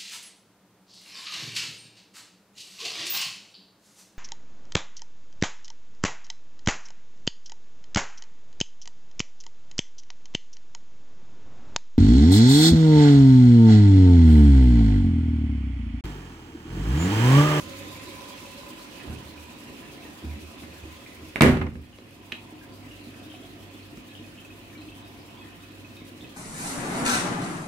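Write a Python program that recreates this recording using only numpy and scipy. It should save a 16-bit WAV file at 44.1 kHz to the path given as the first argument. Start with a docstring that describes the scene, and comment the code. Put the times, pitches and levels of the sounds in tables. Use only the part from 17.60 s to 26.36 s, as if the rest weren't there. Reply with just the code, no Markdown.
"""A room with an aquarium, its sump trickling inside a wooden cabinet over the hum of mains pumps.
The water is a wash of tiny splashes, with bubbles that ring as drips, fizz, plinks and gulps.
The listener steps back; a hand bumps the door, which thrums, latches with a slam and rattles.
The slam ducks the gain control, and the drips plink on in the room while it recovers."""
import sys
import numpy as np
from scipy import signal
from scipy.fft import rfft, irfft
from scipy.io import wavfile
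from scipy.ndimage import uniform_filter1d

SR = 44100
rng = np.random.default_rng(int(sys.argv[2]) if len(sys.argv) > 2 else 0)


def int16_out(signal):
    """Quantize to a 16-bit WAV file."""
    q = np.round(np.clip(np.atleast_2d(signal).T, -1, 1) * 32767)
    wavfile.write(sys.argv[1], SR, q.astype(np.int16))


N = 386316

# The water. Each row: time in seconds, level in dB, share of the bright colour 0-1, leftward lean in dB.
WATER_PATH = [(0.0, -46.5, .8, -1.5), (.85, -48.5, .85, -2), (1.25, -50, 0.78, -0.5),
              (1.45, -49.5, 0.45, -3.5), (1.75, -51.5, 0.63, -1.5), (2.2, -51, .46, -0.5),
              (3.4, -52, 0.56, -0.3), (3.7, -52.5, 0.63, 0), (4.95, -56, .3, 0.2), (5.4, -53.5, 0.39, 0.5),
              (5.75, -53.5, 0.3, 0), (6.5, -54.5, 0.42, 0), (6.8, -54.5, 0.44, 0.8),
              (7.5, -54.5, 0.24, 0.5), (8.25, -54.5, 0.35, 0.4), (8.76, -54, 0.53, 0.5)]
# Stereo width. 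Each row: frequency in Hz, correlation of left and right.
LIKENESS = [(60, 0.81), (180, 0.93), (550, 0.55), (1650, -0.15), (4970, -0.037), (15000, -0.019)]


def trickle():
    """Countless tiny splashes: patchy noise with flickering treble, drifting from bright to muffled."""
    # The bright and the muffled colour of the wash. Each row: frequency in Hz, level in dB.
    bright_tone = [(15, -52), (25, -27), (50, -4), (91, -12), (150, -9.5), (291, -3), (450, -12),
                   (730, -19.5), (1000, -17.5), (1500, -17.5), (2580, -14), (5500, -20.5), (15700, -29.5)]
    muffled_tone = [(15, -64), (25, -35), (43, -13), (70, -4.5), (91, -19), (169, -10), (291, 1.5),
                    (586, -22), (670, -17.5), (2080, -21.5), (2580, -17.5), (5490, -32), (15700, -36.5)]
    # Pipe and cabinet air resonances of each colour. Each row: centre in Hz, width in Hz, level in dB.
    bright_air = [(312, 100, -10.5), (551, 41, 8), (1010, 47, 4), (1224, 39, -8), (2020, 56, -10),
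                  (2520, 140, -10.5)]
    muffled_air = [(133, 28, 4.5), (290, 14, -28), (557, 17, -22.5), (696, 73, -1), (1815, 170, -15),
                   (2555, 38, -5.5), (3170, 81, -32)]
    # Midrange swell around 915 Hz. Each row: time in seconds, boost in dB.
    mid_swell = [(0, 0.5), (1.2, 4.5), (2.7, 2.5), (3, -1), (4.5, 1.3), (4.9, 8.5), (5.3, -3), (7.2, -.1),
                 (7.4, 5), (7.8, 7), (8, .1), (8.76, -2.5)]
    # Stereo balance. Each row: frequency in Hz, leftward lean in dB.
    balance = [(60, 1), (180, -1.5), (550, -1), (1650, -2), (4970, -2.5), (15000, 4.5)]
    hop, size = 512, 2048
    frames, hz = N // hop + 5, np.fft.rfftfreq(size, 1 / SR)
    t = np.arange(frames) * hop / SR
    times, db, brightness, lean_db = np.transpose(WATER_PATH)
    brightness = np.interp(t, times, brightness)
    tone_db = brightness * cabinet_colour(bright_tone, bright_air, hz, t, gurgle_db=2.8)
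    tone_db += (1 - brightness) * cabinet_colour(muffled_tone, muffled_air, hz, t, gurgle_db=0.68)
    mid_band = np.exp(-(np.log2(hz / 915 + 1e-9) / 0.26) ** 2)
    tone_db += np.outer(mid_band, np.interp(t, *np.transpose(mid_swell)))
    a, b, c, d, patches = rng.standard_normal((frames, len(hz), 5)).T
    patches = unit_rms(uniform_filter1d(uniform_filter1d(patches, size=20, axis=0), size=7, axis=1))
    spectra = stereo_pair(a + 1j * b, c + 1j * d, curve_at(LIKENESS, hz)[:, None])
    lean = curve_at(balance, hz)[:, None] + np.interp(t, times, lean_db)
    spectra *= amp(tone_db + np.interp(t, times, db) + 1.33 * patches + np.array([lean, -lean]) / 2)
    treble = np.clip(np.log2(hz / 2500 + 1e-9) / 1.97, 0, 1)[:, None]
    layers = [spectra * (1 - treble), spectra * treble]
    body, spray = amp(6) * signal.istft(layers, nperseg=size, noverlap=size - hop)[1][..., :N]
    coarse = np.arange(0, N, 100) / SR
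    flicker_db = np.interp(np.arange(N) / SR, coarse, 2 * drift(coarse, 6, 60))
    return body + spray * amp(flicker_db)


def cabinet_colour(tone, resonances, hz, t, gurgle_db):
    """A broad spectrum in dB with air resonances standing out of it, each gurgling on its own."""
    power = amp(curve_at(tone, hz))[:, None] ** 2
    for centre, width, db in resonances:
        peak = 1 / (1 + (2 * (hz - centre) / width) ** 2) ** 2
        power = power + np.outer(peak, amp(db - 5.5 + gurgle_db * drift(t, 7.1, 22)) ** 2)
    return 10 * np.log10(power / power[(hz > 450) & (hz < 9000)].sum(0).mean())


def bubble(hz, cycles, glide):
    """A bubble rings down, to 1/e after `cycles` periods, while its pitch rises."""
    t = np.arange(0, 4 * cycles / hz, 1 / SR)
    tone = np.sin(2 * np.pi * hz * t * (1 + glide * t * hz / cycles))
    return tone * np.exp(-t * hz / cycles) * (1 - np.exp(-t / 0.00032))


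def drips():
    """Each splash frees four bubbles of nearby pitch, one after another."""
    # The loudest splashes. Each row: start in seconds, level in dB, pitch in Hz, leftward lean in dB.
    splashes = [(.2753, -40, 3600, -7), (.408, -48, 2060, -4), (.4618, -38.5, 3840, -11),
                (.4903, -43, 2220, -5.5), (.7213, -38.5, 3330, -1.5), (1.1922, -42, 4060, -9),
                (1.3997, -44, 1710, -2), (1.494, -47, 1590, -1), (1.5843, -44.5, 2980, -3),
                (1.6901, -43.5, 4030, -2.5), (2.2288, -45, 1730, -6), (2.7137, -46, 2100, 2),
                (2.9816, -44.5, 3460, -7), (3.4615, -43, 2080, -1.5), (3.5214, -45, 2020, -2),
                (4.3295, -41.5, 2920, 5), (5.0128, -47.5, 1620, -3), (5.3117, -42, 2820, 2),
                (5.125, -46, 4600, -1), (5.389, -46, 2780, 4), (5.44, -44, 4150, -1),
                (5.6334, -44, 3500, .5), (5.7008, -40.5, 3140, 8), (5.74, -42, 2970, .5),
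                (5.8275, -44, 3320, -3), (6.1443, -44.5, 3400, .5), (6.4885, -44, 3670, 1),
                (6.5518, -42, 3150, 14), (6.7778, -41.5, 2960, .5), (7.13, -47.5, 1765, .5),
                (7.1779, -42, 4050, -1), (7.2877, -45, 3150, 8), (7.345, -44, 3150, .1),
                (7.4259, -46, 3630, -2.5), (7.592, -45, 4940, -3), (7.7746, -41.5, 3280, 6),
                (7.8404, -46, 1760, -1.5), (8.3677, -43, 3660, 5), (8.6092, -39, 3500, .1),
                (8.6895, -48, 3430, -1.5)]
    rows = splashes + strays(1700, 4200, over_db=3.5, spread_db=2.7, count=50)
    out, chance = np.zeros((2, N)), rng.uniform(-1, 1, (len(rows), 4, 3))
    for (start, db, hz, lean_db), draws in zip(rows, chance):
        for k, (late, detune, size) in enumerate(draws):
            ring = bubble(hz * (1 + k * 0.079 * detune), cycles=8.2, glide=0.0076)
            place(out, start + k * 0.012 * (1 + late), amp(db - 2.3 * k + 2.2 * size) * ring, lean_db)
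    return out


def drain_pipe():
    """Single drops plink once in the pipe; large bubbles gulp far lower."""
    # The loudest plinks and gulps. Each row: start in seconds, level in dB, pitch in Hz.
    plinks = [(.3935, -46, 2600), (.6035, -51, 2650), (.8545, -42, 2620), (2.6948, -45.5, 2400),
              (3.4627, -41.5, 2380), (5.598, -48, 2600), (5.7484, -46, 2570), (6.641, -46, 2520),
              (6.7863, -43.5, 2560), (6.8165, -48, 2580), (6.849, -42, 2570), (6.905, -44.5, 2530),
              (7.152, -45.5, 2300), (7.216, -44, 2570), (7.2865, -45.5, 2620), (7.3196, -46, 2640),
              (7.8115, -44.5, 2540), (8.0364, -46, 2540), (8.2466, -43, 2540), (8.3687, -45, 2550),
              (8.6448, -43.5, 2560)]
    gulps = [(.27, -39, 295), (.476, -36.5, 368), (.706, -37, 990), (0.849, -38, 1010), (1.033, -37, 1010),
             (1.105, -36.5, 314), (1.96, -39, 284), (2.325, -39.5, 356), (2.453, -38.5, 287),
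             (2.625, -34.5, 314), (2.76, -38.5, 201), (3.252, -34.5, 315), (4.925, -36, 290),
             (5.47, -37, 263), (5.665, -35, 297), (5.74, -39, 700), (6.144, -38, 278), (6.597, -36, 301),
             (7.173, -36, 290), (7.267, -39, 310), (8.418, -35, 269), (8.547, -37.5, 290),
             (8.627, -35, 282)]
    out = np.zeros((2, N))
    for start, db, hz, *_ in plinks + strays(2480, 2630, over_db=3.8, spread_db=1.6, count=40):
        place(out, start, amp(db) * bubble(hz, cycles=29, glide=0.0014), lean_db=-3.3)
    for start, db, hz, *_ in gulps + strays(229, 364, over_db=7.9, spread_db=2.5, count=32):
        place(out, start, amp(db) * bubble(hz, cycles=3.8, glide=0.012), lean_db=-1.8)
    return out


def strays(low_hz, top_hz, over_db, spread_db, count):
    """Fainter random drops that follow the water, as rows of start, level, pitch and lean."""
    when, size, pitch, side = rng.random((count, 4)).T
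    times, db, _, lean_db = np.transpose(WATER_PATH)
    starts = when * N / SR
    levels = np.interp(starts, times, db) + over_db + spread_db * (2 * size - 1)
    leans = np.interp(starts, times, lean_db) + 2.5 * (2 * side - 1)
    return list(zip(starts, levels, low_hz * (top_hz / low_hz) ** pitch, leans))


def fizz():
    """Small bubbles and spray click at random, as loud as the water goes."""
    out, (times, db) = np.zeros((2, N)), np.transpose(WATER_PATH)[:2]
    count = int(8 * N / SR)  # eight a second at each pitch
    for k, hz in enumerate(np.geomspace(2200, 12000, num=20)):
        when, size = rng.random((200, 2))[:count].T
        pops = np.zeros(N)
        pops[(when * N).astype(int)] = amp(6.9 * np.minimum(-np.log(size), 3))
        grain = bubble(hz, cycles=7000 / hz + 2.1, glide=0.0524) * amp(-3.5 * np.log2(hz / 2000))
        out[k % 2] += signal.oaconvolve(pops, grain)[:N]
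    return amp(np.interp(np.arange(N) / SR, times, db) - 5) * (out + 0.27 * out[::-1])


def door_knocks():
    """Each blow is a rounded push on the low modes plus a crunch; longer contact dulls both."""
    # The door's low modes. Each row: frequency in Hz, level in dB, t60 in seconds.
    modes = [(76.6, -12, 0.98), (112.6, -12, 1), (142.2, -6, 0.62), (196, -19, .25), (213.5, 6.5, 0.22),
             (246.9, 3.5, 0.38), (317, -16, 0.12), (349.4, 0.5, 0.3), (379.3, 2.5, 0.26), (437, -2.5, 0.32),
             (489, -4.5, 0.36), (502, 2, 0.2), (550, -2, 0.28), (720, -10, 0.25), (875, -11, 0.14)]
    # Blows on the door. Each row: start in seconds, ring level in dB, contact time in ms,
    # crunch level in dB, crunch t60 in seconds.
    blows = [(1.478, -32, 3.5, -42, 0.067), (1.497, -24, 2.4, -45, 0.074), (2.64, -27, 1.53, -60, 0.085),
             (3.034, -39, 1.7, -43.5, .1), (3.235, -35, 3.9, -46, 0.11), (3.758, -29, 0.24, -30, 0.21),
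             (3.808, -14, 0.48, 3, 0.069), (3.811, -4, 1.7, -32, .1), (3.821, -13, 0.27, -3.5, 0.18),
             (3.833, 10, 0.75, -3.5, 0.28), (3.857, -4, 0.5, -9, 0.41), (3.97, -19, 0.66, -18, 0.058),
             (4.014, -11.5, 1.48, -16, 0.099), (4.066, -24, 0.84, -24, 0.048),
             (4.154, -30, 0.74, -34, 0.048), (4.386, -32.5, 0.45, -36, 0.019), (4.72, -46, 0.66, -35, .1),
             (6.3735, -37.5, 1.3, -42, 0.047)]
    # The crunch, dense modes of door and frame. Each row: frequency in Hz, level in dB.
    crunch_tone = [(90, 2), (150, 4.5), (240, 8), (450, -1), (700, -2), (1000, -3), (1400, -3.5),
                   (2200, -3), (3200, -13), (5500, -22), (9000, -24.5), (15000, -40)]
    out, t = np.zeros((2, N)), np.arange(SR // 2) / SR
    ring = sum(amp(db - 60 * t / t60) * np.sin(2 * np.pi * hz * t) for hz, db, t60 in modes)
    hz = np.fft.rfftfreq(len(t), 1 / SR)
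    attack = 1 - np.exp(-t / 0.00017)
    for start, db, contact_ms, crunch_db, t60 in blows:
        thud = np.convolve(ring, np.hanning(int(contact_ms * SR / 500) + 3))
        thud *= amp(-45 * contact_ms * np.arange(len(thud)) / SR)  # a resting hand damps the ring
        place(out, start, amp(db) * thud / abs(thud).max(), lean_db=-2.5)
        spectra = stereo_pair(*rfft(rng.standard_normal((2, len(t)))), curve_at(LIKENESS, hz))
        dulling = np.sqrt(1 + (hz * contact_ms / 4300) ** 4)
        noise = irfft(spectra * amp(curve_at(crunch_tone, hz)) / dulling, len(t))
        low = uniform_filter1d(noise, size=9)
        crunch = low * amp(-60 * t / t60) + (noise - low) * amp(-60 * t / (0.78 * t60))
        place(out, start, amp(crunch_db) * attack * crunch / noise.std(), lean_db=-2.4)
    return out


def latch():
    """Latch and hinge tick: a short, rough metal ring with a bright snap."""
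    # Each row: start in seconds, level in dB, pitch in Hz, relative snap in dB, leftward lean in dB.
    ticks = [(3.759, -20.5, 2220, -2, -8), (3.8095, -17.5, 3430, -10, -15), (3.8209, -2.5, 1990, 7.5, 9),
             (4.028, -32, 2520, -1, -2), (4.3863, -39, 3160, -21, 6), (4.509, -55, 2520, 17, -6),
             (4.7205, -27, 2480, -4, -1), (4.7235, -23, 2880, -11, -10), (6.372, -48, 5950, 3, 0)]
    out, t = np.zeros((2, N)), np.arange(1500) / SR
    snap_band = signal.butter(1, [3500, 11000], "bandpass", fs=SR)
    for start, db, hz, snap_db, lean_db in ticks:
        grit, hiss = rng.standard_normal((2, len(t)))
        rough = 1 + 1.6 * unit_rms(uniform_filter1d(uniform_filter1d(grit, size=16), size=16))
        ring = rough * np.sin(2 * np.pi * hz * t) * np.exp(-t / 0.0012) * (1 - np.exp(-t / 0.000079))
        snap = signal.lfilter(*snap_band, 1.4 * (t == 0) + 0.56 * hiss * np.exp(-t / 0.00054))
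        place(out, start, amp(db) * (ring + amp(snap_db) * snap), lean_db)
    return out


def door_thrum():
    """The moving door thrums at its lowest mode in rounded swells, its pitch slightly unsteady."""
    # Each row: start in seconds, length in seconds, level in dB.
    swells = [(1.468, 0.13, -34.5), (1.62, 0.14, -45), (1.75, .15, -44.5), (2.39, 0.15, -51),
              (2.627, 0.17, -30), (2.806, 0.12, -40.5), (2.978, 0.32, -47.5), (3.21, 0.19, -43),
              (3.56, 0.2, -45.5), (3.807, 0.19, -11), (3.984, 0.13, -17), (4.106, 0.15, -31)]
    mode_hz, skew, sharpness = 79, 0.66, 1.07  # skew under 1 puts the peak early
    t, level = np.arange(N) / SR, np.zeros(N)
    hz = mode_hz + 2.53 * np.interp(t, t[::400], drift(t[::400], 0.17, 4.64))
    for start, length, db in swells:
        progress = np.clip((t - start) / length, 0, 1)
        level += amp(db) * abs(np.sin(np.pi * progress ** skew)) ** sharpness
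    return amp([[-1.6], [1.6]]) * level * np.sin(2 * np.pi * np.cumsum(hz) / SR)


def pumps(mains_hz=49.45):
    """The pumps hum at multiples of the mains, each wavering on its own."""
    # Each row: multiple of the mains, level in dB.
    harmonics = [(1, -11), (2, -1.3), (6, -9), (11, -15)]
    # The hum changes as the listener moves. Each row: time in seconds, level in dB.
    hum_path = [(0.0, -48.5), (.8, -51.5), (.97, -61), (1.3, -63), (4.95, -50.5), (5.8, -49), (6.3, -52),
                (7.1, -49.5), (8.76, -51.5)]
    t, hum = np.arange(N) / SR, np.zeros(N)
    coarse = t[::400]
    for order, db in harmonics:
        waver = np.interp(t, coarse, amp(3 * drift(coarse, 1, 12)))
        phase = np.interp(t, coarse, 0.71 * drift(coarse, 0.2, 2.3))
        hum += amp(db) * waver * np.sin(2 * np.pi * order * mains_hz * t + phase)
    return amp(np.interp(t, *np.transpose(hum_path)) + np.array([[-1.5], [1.5]])) * hum


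def room(send):
    """The room answers with sparse reflections of random sign, each band dying at its own speed."""
    # Each row: frequency in Hz, t60 in seconds.
    decay = [(120, 0.69), (320, 0.38), (840, 0.22), (2210, 0.28), (5820, 0.32)]
    taps = np.zeros((2, SR))
    delays = np.arange(200, SR - 20, 20) + rng.integers(0, 20, (2, (SR - 201) // 20))
    np.put_along_axis(taps, delays, rng.choice([-1., 1.], delays.shape), 1)
    hz, t, spectra = signal.stft(taps, SR, nperseg=256)
    spectra = stereo_pair(*spectra, curve_at(LIKENESS, hz)[:, None])  # bass reaches both sides alike
    tail = signal.istft(spectra * amp(-60 * t / curve_at(decay, hz)[:, None]), SR, nperseg=256)[1]
    return signal.fftconvolve(send.mean(0)[None], tail / np.linalg.norm(tail[0]), axes=1)[:, :N]


def amp(db):
    """Decibels to gain."""
    return 10 ** (np.asarray(db) / 20)


def unit_rms(x):
    """Scales to rms 1."""
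    return x / np.sqrt(np.mean(x ** 2) + 1e-20)


def curve_at(points, hz):
    """Reads a table over a log-frequency axis."""
    freqs, values = np.transpose(points)
    return np.interp(np.log(hz + 1), np.log(freqs + 1), values)


def drift(t, low_hz, top_hz):
    """A random wander: sines of random phase, the slow ones largest."""
    rates = np.geomspace(low_hz, top_hz, num=24)
    return unit_rms(sum(np.sin(2 * np.pi * (hz * t + rng.random())) / np.sqrt(hz) for hz in rates))


def stereo_pair(left, other, likeness):
    """Blends two independent noises into a correlated left and right."""
    return np.array([left, likeness * left + np.sqrt(1 - likeness ** 2) * other])


def place(mix, start, sound, lean_db):
    """Adds a sound at `start` seconds; positive lean is to the left."""
    part = mix[:, round(start * SR):][:, :sound.shape[-1]]
    part += amp([[lean_db / 2], [-lean_db / 2]]) * sound[..., :part.shape[1]]


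def scene():
    """All sources, with the room answering the knocks, ticks and drops."""
    knocks, ticks, drops, pipe = door_knocks(), latch(), drips() + fizz(), drain_pipe()
    echoes = room(amp(-6) * knocks + amp(-2.5) * ticks + amp(3) * drops + amp(-4) * pipe)
    return trickle() + pumps() + door_thrum() + knocks + ticks + drops + pipe + echoes


def record(dry):
    """The microphone drops deep bass; gain control ducks and creeps back; peaks clip; the top is cut."""
    threshold_db, recovery_db_per_s, top_hz = -21, 12, 15800
    dry = signal.sosfilt(signal.butter(3, 44, "highpass", fs=SR, output="sos"), dry)
    power_db = 10 * np.log10(abs(uniform_filter1d((dry ** 2).mean(0), size=800)) + 1e-12)
    cut_db = 0.5 * np.maximum(power_db - threshold_db, 0)
    recovery = np.arange(N) * recovery_db_per_s / SR
    cut_db = np.maximum.accumulate(cut_db + recovery) - recovery
    ducked = dry / amp(uniform_filter1d(cut_db, size=400))
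    lowpass = signal.firwin(511, top_hz, window=("kaiser", 9), fs=SR)
    return signal.oaconvolve(np.clip(ducked, -1, 1), lowpass[None], "same")


dry = scene()
out = record(dry)
int16_out(out)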